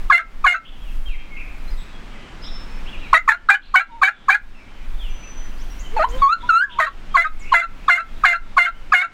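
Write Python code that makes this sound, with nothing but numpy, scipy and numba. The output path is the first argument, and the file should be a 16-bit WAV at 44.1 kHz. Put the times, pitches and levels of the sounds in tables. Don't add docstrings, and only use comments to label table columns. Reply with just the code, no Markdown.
import sys
import numpy as np
from scipy import signal
from scipy.fft import rfft, irfft, next_fast_len
from scipy.io import wavfile
from scipy.ndimage import uniform_filter1d
from numba import njit

SR = 44100
rng = np.random.default_rng(int(sys.argv[2]) if len(sys.argv) > 2 else 0)


def ratio_of_db(decibels):
    return 10 ** (np.asarray(decibels, float) / 20)


def master_out(mix):
    frames = np.transpose(np.atleast_2d(mix))
    ceiling = np.clip(frames, -1, 1)
    pcm = np.round(ceiling * 32767).astype(np.int16)
    wavfile.write(sys.argv[1], SR, pcm)


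N = 402630

# f/Hz, level/dB
WHISTLE_COLOUR = [(2200, -30.5), (2700, -19), (3400, -34.5), (4200, -27), (5500, -51), (6800, -40.5),
                  (7800, -52.5), (9000, -53), (14000, -59)]
# f/Hz, level/dB
BUZZ_COLOUR = [(2100, -44.5), (2800, -20.5), (3100, -22.5), (3500, -32.5), (3850, -26.5), (4200, -35),
               (4600, -33), (5000, -45), (5700, -44.5), (6900, -37), (8000, -43.5), (10500, -49),
               (11800, -52.5), (15500, -60)]
# f/Hz, relative density/dB per Hz
RASP_COLOUR = [(400, -31), (700, -14.5), (1050, -9.5), (1500, 3.5), (2400, -4), (3000, -23.5),
               (4000, -14.5), (5200, -33), (6900, -25), (10000, -37), (11800, -33), (15500, -48.5)]
# t/s, slide/s, slide middle f/Hz, jump middle f/Hz, jump level/dB
OPENING_NOTES = [(0.099, .009, 1167, 1655, -1.5), (.441, .014, 1146, 1671, -2.5),
                 (3.13, 0.00359, 1091, 1400, -3.5), (3.277, .007, 1150, 1973, -4.5),
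                 (3.488, .003, 1315, 1577, 6.5), (3.74, .010, 1122, 1518, 3.5),
                 (4.015, 0.014, 1145, 1674, 0.5), (4.283, .008, 1127, 1646, 5),
                 (6.786, 0.0079, 1087, 1495, -3), (7.141, 0.026, 1112, 1560, -9.5),
                 (7.517, 0.022, 1026, 1658, -1.5), (7.881, 0.0076, 1166, 1674, -2),
                 (8.236, 0.0079, 1205, 1624, 2.5), (8.566, 0.015, 1110, 1603, -4.5),
                 (8.920, .010, 1214, 1691, 3)]
# t/s, length/s, base reed f/Hz, reed f rise target/Hz, rasp base/dB
BEATING_NOTES = [(0.123, 0.059, 1364, 1421, -28.5), (0.465, 0.0677, 1400, 1433, -22.5),
                 (3.143, 0.037, 1212, 1393, -27), (3.291, 0.0324, 1719, 1756, -19.5),
                 (3.503, 0.0438, 1538, 1642, -17), (3.759, 0.0409, 1441, 1582, -19),
                 (4.032, 0.0597, 1473, 1687, -20.5), (4.302, 0.0492, 1486, 1717, -18),
                 (6.802, 0.0502, 1209, 1257, -20.5), (7.169, 0.0587, 1325, 1409, -25),
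                 (7.541, 0.0627, 1341, 1387, -23), (7.899, 0.0687, 1371, 1431, -24.5),
                 (8.254, 0.078, 1392, 1390, -20), (8.581, 0.0796, 1373, 1439, -24),
                 (8.94, 0.0836, 1400, 1482, -21)]
# share of length/1, whistle/dB, three-halves line/dB, rasp offset/dB
BEATING_COURSE = [(0, 3.5, -12.5, 9), (.15, 0, -2.5, 5), (.5, 4.5, 0.5, 2), (.8, -2, -4, 3.5),
                  (1, -10.5, -1, 5)]
# f/Hz, gain/dB
MOUTH_GAIN = [(1200, -9), (1400, -6.5), (1550, -6.5), (1730, -1), (1850, -2), (2100, 5.5), (2300, 2),
              (2480, -5.5), (2600, -29)]
# t/s, length/s, flip middle f/Hz, whistle f/Hz, level/dB
CLOSING_NOTES = [(0.182, 0.0316, 1598, 1313, -8.5), (.537, 0.0293, 1513, 1319, -5),
                 (3.18, 0.0156, 1400, 1289, -16.5), (3.312, 0.038, 1637, 1400, -5.5),
                 (3.539, 0.0213, 1668, 1505, -2), (3.796, 0.0237, 1614, 1351, -3.5),
                 (4.074, 0.0212, 1666, 1400, 0.5), (4.341, 0.0181, 1641, 1441, 1.5),
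                 (6.861, 0.0228, 1337, 1129, -9), (7.238, 0.0358, 1555, 1266, -6.5),
                 (7.61, 0.0376, 1511, 1341, -8.5), (7.97, 0.0387, 1547, 1326, -5),
                 (8.327, 0.0375, 1606, 1369, -0.5), (8.658, 0.034, 1546, 1362, -3.5),
                 (9.018, 0.0363, 1566, 1367, -3.5)]
# t/s, reed f/Hz, level/dB
WHISTLE_TRACKS = [
    [(6.222, 1128, 1.5), (6.27, 1091, 5.5), (6.3, 1237, 6.5), (6.306, 1267, 1.5), (6.332, 1372, 14),
     (6.345, 1477, -2.5)],
    [(6.494, 1435, 1.5), (6.506, 1332, 4), (6.526, 1300, 2.5), (6.558, 1340, 12), (6.604, 1436, 8),
     (6.628, 1623, 9), (6.645, 1718, -1)],
]
# t/s, reed f/Hz, whistle level/dB, doubled line level/dB
CLUCK_TRACK = [(5.968, 879.5, -14.5, -41), (5.987, 852, -13.5, -34), (5.995, 623.5, -12, -13.5),
               (6.011, 609, -5, -8.5), (6.031, 694.8, -12, -2.5), (6.039, 868, -4, -21.5),
               (6.046, 1008, 6, -27.5), (6.053, 1043, 0.5, -41.5)]
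# t/s, length/s, start f/Hz, end f/Hz, level/dB, trill/0-1
BIRD_NOTES = [(0.646, 0.0552, 2908, 3410, -37.5, 0.85), (0.809, 0.102, 3470, 2476, -46, 0.33),
              (1.056, 0.0352, 3184, 3203, -35.5, 0.07), (1.075, 0.089, 3019, 1976, -37.5, 0.55),
              (1.301, 0.0717, 2237, 2100, -40.5, 0), (1.362, 0.077, 2504, 2509, -36.5, 0.84),
              (1.676, 0.022, 4027, 4224, -47, 0.12), (1.701, 0.051, 5080, 4750, -53, 0.58),
              (1.771, 0.059, 3670, 3570, -48, .7), (1.764, 0.081, 7800, 7920, -58, 0.59),
              (1.928, 0.0426, 3396, 3250, -51.5, 0.32), (2.131, 0.0397, 2369, 1883, -49.5, 0.42),
              (2.416, 0.07, 5043, 5350, -42, 0.51), (2.494, 0.095, 5267, 5321, -45, 0),
              (2.432, 0.0715, 3480, 3590, -41.5, 0.84), (2.857, 0.0486, 2401, 3594, -40.5, 0.84),
              (2.923, 0.0435, 2960, 2278, -39, 0.5), (3.006, 0.0833, 2980, 2103, -44, 0.06),
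              (3.615, .08, 3230, 4423, -44.5, 0.98), (3.91, 0.044, 3680, 3700, -52, 0.04),
              (4.112, 0.052, 3600, 3423, -45.5, 0.13), (4.539, 0.114, 2848, 2055, -47, 0.54),
              (4.979, 0.12, 3642, 2551, -41, 0.49), (5.076, 0.398, 6004, 5989, -48.5, 0.19),
              (4.557, 0.078, 5350, 5150, -61.5, 0.07), (5.22, 0.0356, 2300, 2700, -44.5, 0.59),
              (5.698, 0.045, 5700, 5680, -51, 0.28), (5.57, 0.063, 4105, 6570, -51.5, 0.54),
              (5.789, 0.0388, 5090, 8000, -45.5, 1), (5.828, 0.046, 3170, 3044, -46.5, 0.29),
              (6.082, 0.04, 5200, 8080, -37, 1), (6.109, 0.047, 3100, 3108, -37.5, .2),
              (6.165, 0.03, 7670, 7150, -55.5, 0.1), (6.172, .06, 3600, 3700, -38, .6),
              (6.385, 0.14, 3300, 3600, -40.5, 0.84), (6.689, 0.0633, 3200, 3000, -30, 1),
              (7.104, 0.063, 3200, 3200, -44, 0.09), (7.4, .05, 2180, 2219, -40, 0.39),
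              (7.442, .07, 2300, 2658, -36.5, 1), (7.388, 0.0676, 8430, 4080, -46, 0.85),
              (8.734, 0.048, 2780, 3220, -46, 0.23)]
# t/s, f/Hz, level/dB
WHINE_STRANDS = [
    [(3.9, 933, -36), (4.0, 893, -34.5)],
    [(5.83, 220, -49.5), (5.97, 500, -34)],
    [(6.05, 430, -30.5), (6.23, 540, -32)],
    [(6.12, 980, -41.5), (6.17, 1030, -27), (6.22, 1080, -25)],
    [(6.44, 930, -24.5), (6.55, 1120, -59), (6.61, 1200, -22.5), (6.7, 1020, -24), (6.78, 920, -29)],
]
# t/s, gain/dB
BREEZE_SWELL = [(5.9, 0), (6.1, 13), (6.8, 7), (7.3, 4)]
# f/Hz, relative density/dB per Hz
AIR_COLOUR = [(40, -23.5), (70, 0.5), (105, -7), (245, -6), (450, -15), (1300, -15), (2400, -18.5),
              (4500, -28.5), (8000, -37.5), (11500, -51), (16000, -61)]


def caller():
    out = np.zeros(N)
    for row in OPENING_NOTES:
        opening(out, *row)
    for row in BEATING_NOTES:
        add(out, *reed(beating(*row)))
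    for row in CLOSING_NOTES:
        closing(out, *row)
    for table in WHISTLE_TRACKS:
        add(out, *reed([(s, hz, db, -57, -40) for s, hz, db in table]))
    add(out, *reed([(s, hz, db, -70, -39) for s, hz, db, _ in CLUCK_TRACK]))
    add(out, *reed([(s, 2 * hz, db, db - 13.5, db - 24.5) for s, hz, _, db in CLUCK_TRACK]))
    hide = signal.fftconvolve(out, tail(0.0832, 6200, 0.0044))[:N]
    trees = signal.fftconvolve(out, tail(0.284, 1800, 0.02))[:N]
    return out + ratio_of_db(-10) * hide + ratio_of_db(-37.0) * trees


def opening(out, s, slide_s, slide_hz, jump_hz, jump_db):
    slide_fall, jump_fall, jump_s = 0.319, 0.0776, 0.00807
    add(out, *squeak(s, slide_s, slide_hz * (1 + slide_fall / 2), slide_hz * (1 - slide_fall / 2), 0))
    add(out, *squeak(s + slide_s + .001, jump_s,
                     jump_hz * (1 + jump_fall / 2), jump_hz * (1 - jump_fall / 2), jump_db))


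def beating(s, length_s, low_hz, last_hz, rasp_db):
    settle_share, settle_s, rise_power = 0.07136, 0.00776, 1.775
    onset_hz, slack_drop = 1400, 0.41
    u = np.linspace(0, 1, 16)
    excess_hz = settle_share * low_hz + slack_drop * max(onset_hz - low_hz, 0)
    settling_hz = excess_hz * np.exp(-u * length_s / settle_s)
    hz = low_hz + settling_hz + (last_hz - low_hz) * u ** rise_power
    share, *course = np.transpose(BEATING_COURSE)
    whistle_db, buzz_db, tear_db = (np.interp(u, share, c) for c in course)
    mouth_hz, mouth_db = np.transpose(MOUTH_GAIN)
    whistle_db = whistle_db + np.interp(hz, mouth_hz, mouth_db)
    buzz_db = buzz_db + np.interp(3 * hz / 2, mouth_hz, mouth_db)
    return np.transpose([s + u * length_s, hz, whistle_db, buzz_db, rasp_db + tear_db])


def closing(out, s, length_s, flip_hz, end_hz, db):
    flip_s, flip_rise, rasp_db = .012, 0.0635, db - 28.5
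    add(out, *squeak(s, flip_s, flip_hz * (1 - flip_rise / 2), flip_hz * (1 + flip_rise / 2), db + 5.5))
    add(out, *reed([(s + flip_s, end_hz * .98, db, db + 0.5, rasp_db),
                    (s + (flip_s + length_s) / 2, end_hz, db + 1.5, db - 39.5, rasp_db + 2),
                    (s + length_s, end_hz * 1.02, db - 0.5, db - 51.5, rasp_db + 5)]))


def reed(table):
    start, edge, (hz, whistle_db, buzz_db, rasp_db) = play(table, .006)
    size = len(hz)
    loud_db = np.maximum(whistle_db, buzz_db)
    rough = np.clip(ratio_of_db(rasp_db - loud_db), 0, 1)
    wobbled_hz = uniform_filter1d(hz, 400) * (1 + (.004 + .018 * rough) * walk(200, size))
    phase = 2 * np.pi * np.cumsum(wobbled_hz) / SR
    buzz = np.sqrt(2) * np.sin(3 * phase / 2) + partials(phase, hz, np.arange(4, 21) / 2, BUZZ_COLOUR)
    half = (ratio_of_db(buzz_db - 36) + ratio_of_db(rasp_db + 4.5)) * np.sin(phase / 2)
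    slips = partials(phase, hz, np.arange(3, 21, 2) / 4, RASP_COLOUR)
    torn_air = colour(rng.standard_normal(size) * (1 + 0.336 * np.cos(phase / 2)), RASP_COLOUR)
    rasp = ratio_of_db(rasp_db) * (ratio_of_db(-0.5) * slips + ratio_of_db(7.0) * torn_air)
    breath = ratio_of_db(loud_db - 35.5) * torn_air
    shake_db = np.sqrt(rough) * walk(250, size) * 4
    tones = ratio_of_db(whistle_db + shake_db) * whistle(phase) + ratio_of_db(buzz_db - shake_db) * buzz
    return start, edge * (tones + half + rasp + breath)


def squeak(s, length_s, start_hz, end_hz, db):
    u = np.linspace(0, 1, int((length_s + 0.00635) * SR))
    tone = whistle(2 * np.pi * np.cumsum(start_hz + (end_hz - start_hz) * u) / SR)
    puff = ratio_of_db(-19) * u * colour(rng.standard_normal(len(u)), RASP_COLOUR)
    swell = np.sin(np.pi * u ** 1.182) ** 2
    return int((s - .002) * SR), ratio_of_db(db) * swell * (tone + puff)


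def whistle(phase):
    hz = np.gradient(phase) * SR / (2 * np.pi)
    mouth_hz, mouth_db = np.transpose(WHISTLE_COLOUR)
    over = 0
    for k in range(2, 10):
        db = np.interp(np.log(k * hz), np.log(mouth_hz), mouth_db) + 3.304 * walk(71.66, len(phase))
        over = over + ratio_of_db(db) * np.sin(k * phase + k)
    return np.sqrt(2) * (np.sin(phase) + over)


def partials(phase, hz, multiples, mouth):
    mouth_hz, mouth_db = np.transpose(mouth)
    out = 0
    for k in multiples:
        flutter_db = (2.9 + 0.2685 * k) * walk(130, len(hz))
        db = np.interp(np.log(k * hz), np.log(mouth_hz), mouth_db) + flutter_db
        out = out + ratio_of_db(db) * np.sin(k * phase + rng.uniform(0, 2 * np.pi))
    return np.sqrt(2) * out


def birds():
    out = np.zeros(N)
    chorus = []
    for when, a, b, c in rng.uniform(0, 1, (90, 4)):
        hz = 2100 + 1700 * b
        chorus.append((when ** .7 * N / SR, .05 + .15 * a, hz, hz + 900 * (c - .6), -57, .7))
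    for s, length_s, start_hz, end_hz, db, trill in BIRD_NOTES + chorus:
        u = np.linspace(0, 1, int(length_s * SR))
        hz = (start_hz + (end_hz - start_hz) * u) * (1 + 0.00119 * walk(60, len(u)))
        hz = hz * (1 + .075 * trill ** 2 * walk(600, len(u)))
        flutter = walk(39.67, len(u))
        shape = np.clip(6 * np.minimum(u, 1 - u), 0, 1) * ratio_of_db(2.7 * (flutter - flutter.mean()))
        tone = np.sqrt(2) * np.sin(2 * np.pi * np.cumsum(hz) / SR)
        add(out, int(s * SR), ratio_of_db(db) * shape * tone)
    wood = signal.fftconvolve(out, tail(.8, 5000, .01))[:N]
    return out + ratio_of_db(-6) * wood


def whine():
    out = np.zeros(N)
    for table in WHINE_STRANDS:
        start, edge, (hz, db) = play(table, .02)
        hz = uniform_filter1d(hz, 1500) * (1 + .02 * walk(60, len(hz)))
        level = ratio_of_db(db + 4.7 * walk(26, len(hz)))
        add(out, start, edge * level * np.sin(2 * np.pi * np.cumsum(hz) / SR))
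    return out


def air():
    bed = ratio_of_db(-41.5 + walk(2.6125, N)) * colour(rng.standard_normal(N), AIR_COLOUR)
    gust_colour = [(6, -22), (14, 20.5), (26, 6.5), (40, 2), (60, -16.5), (120, -55.5)]  # f/Hz, level/dB
    gust = ratio_of_db(-25.5 + 4 * walk(6, N)) * colour(rng.standard_normal(N), gust_colour)
    swell = ratio_of_db(np.interp(np.arange(N) / SR, *np.transpose(BREEZE_SWELL)))
    return swell * (bed + gust)


def colour(x, points):
    hz, db = np.transpose(points)
    n = next_fast_len(len(x))
    log_f = np.log(np.maximum(np.fft.rfftfreq(n, 1 / SR), 1))
    y = irfft(rfft(x, n) * ratio_of_db(np.interp(log_f, np.log(hz), db)), n)[:len(x)]
    return y / np.sqrt(np.mean(y ** 2))


def walk(rate_hz, size):
    k = max(int(SR / rate_hz), 1)
    steps = np.repeat(rng.standard_normal(size // k + 1), k)
    return 1.597 * uniform_filter1d(uniform_filter1d(steps, k), k)[:size]


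def play(table, fade_s):
    s, *columns = np.transpose(table)
    t = np.arange(s[0] - fade_s, s[-1] + fade_s, 1 / SR)
    edge = np.clip(np.minimum(t - t[0], t[-1] - t) / fade_s, 0, 1) ** 2
    return int(t[0] * SR), edge, [np.interp(t, s, c) for c in columns]


def add(out, start, x):
    out[start:start + len(x)] += x[:len(out) - start]


def tail(t60_s, cutoff_hz, skip_s):
    t = np.arange(int(t60_s * SR)) / SR
    noise = signal.lfilter(*signal.butter(1, cutoff_hz, fs=SR), rng.standard_normal(len(t)))
    h = noise * ratio_of_db(-60 * t / t60_s) * (t > skip_s)
    return h / np.sqrt(np.sum(h ** 2))


@njit
def ride(x, top_db, slope, hold_s, fast_s, slow_s, share, start_db):
    y, peak, a, b = np.empty(len(x)), 1e-6, 0., start_db
    for i in range(len(x)):
        y[i] = x[i] * 10 ** (-(a + share * b) / 20)
        peak = max(abs(y[i]), peak * (1 - 1 / (hold_s * SR)))
        over = slope * max(20 * np.log10(peak) - top_db, 0.)
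        a += (over - a) / (SR * (fast_s[0] if over > a else fast_s[1]))
        b += (over - b) / (SR * (slow_s[0] if over > b else slow_s[1]))
    return y


def scene():
    return (caller() + birds() + whine() + air())[None]


def top_cut(x):
    return signal.sosfilt(signal.butter(12, 16120, fs=SR, output="sos"), x)


def record(dry):
    ridden = ride(dry[0], -19.5, 2.019, 0.0063, np.array([.135, .053]), np.array([.23, .32]), 1.236, 1.0)
    mix = np.clip(ridden, -1, 1)[None]
    return top_cut(mix)


dry = scene()
out = record(dry)
master_out(out)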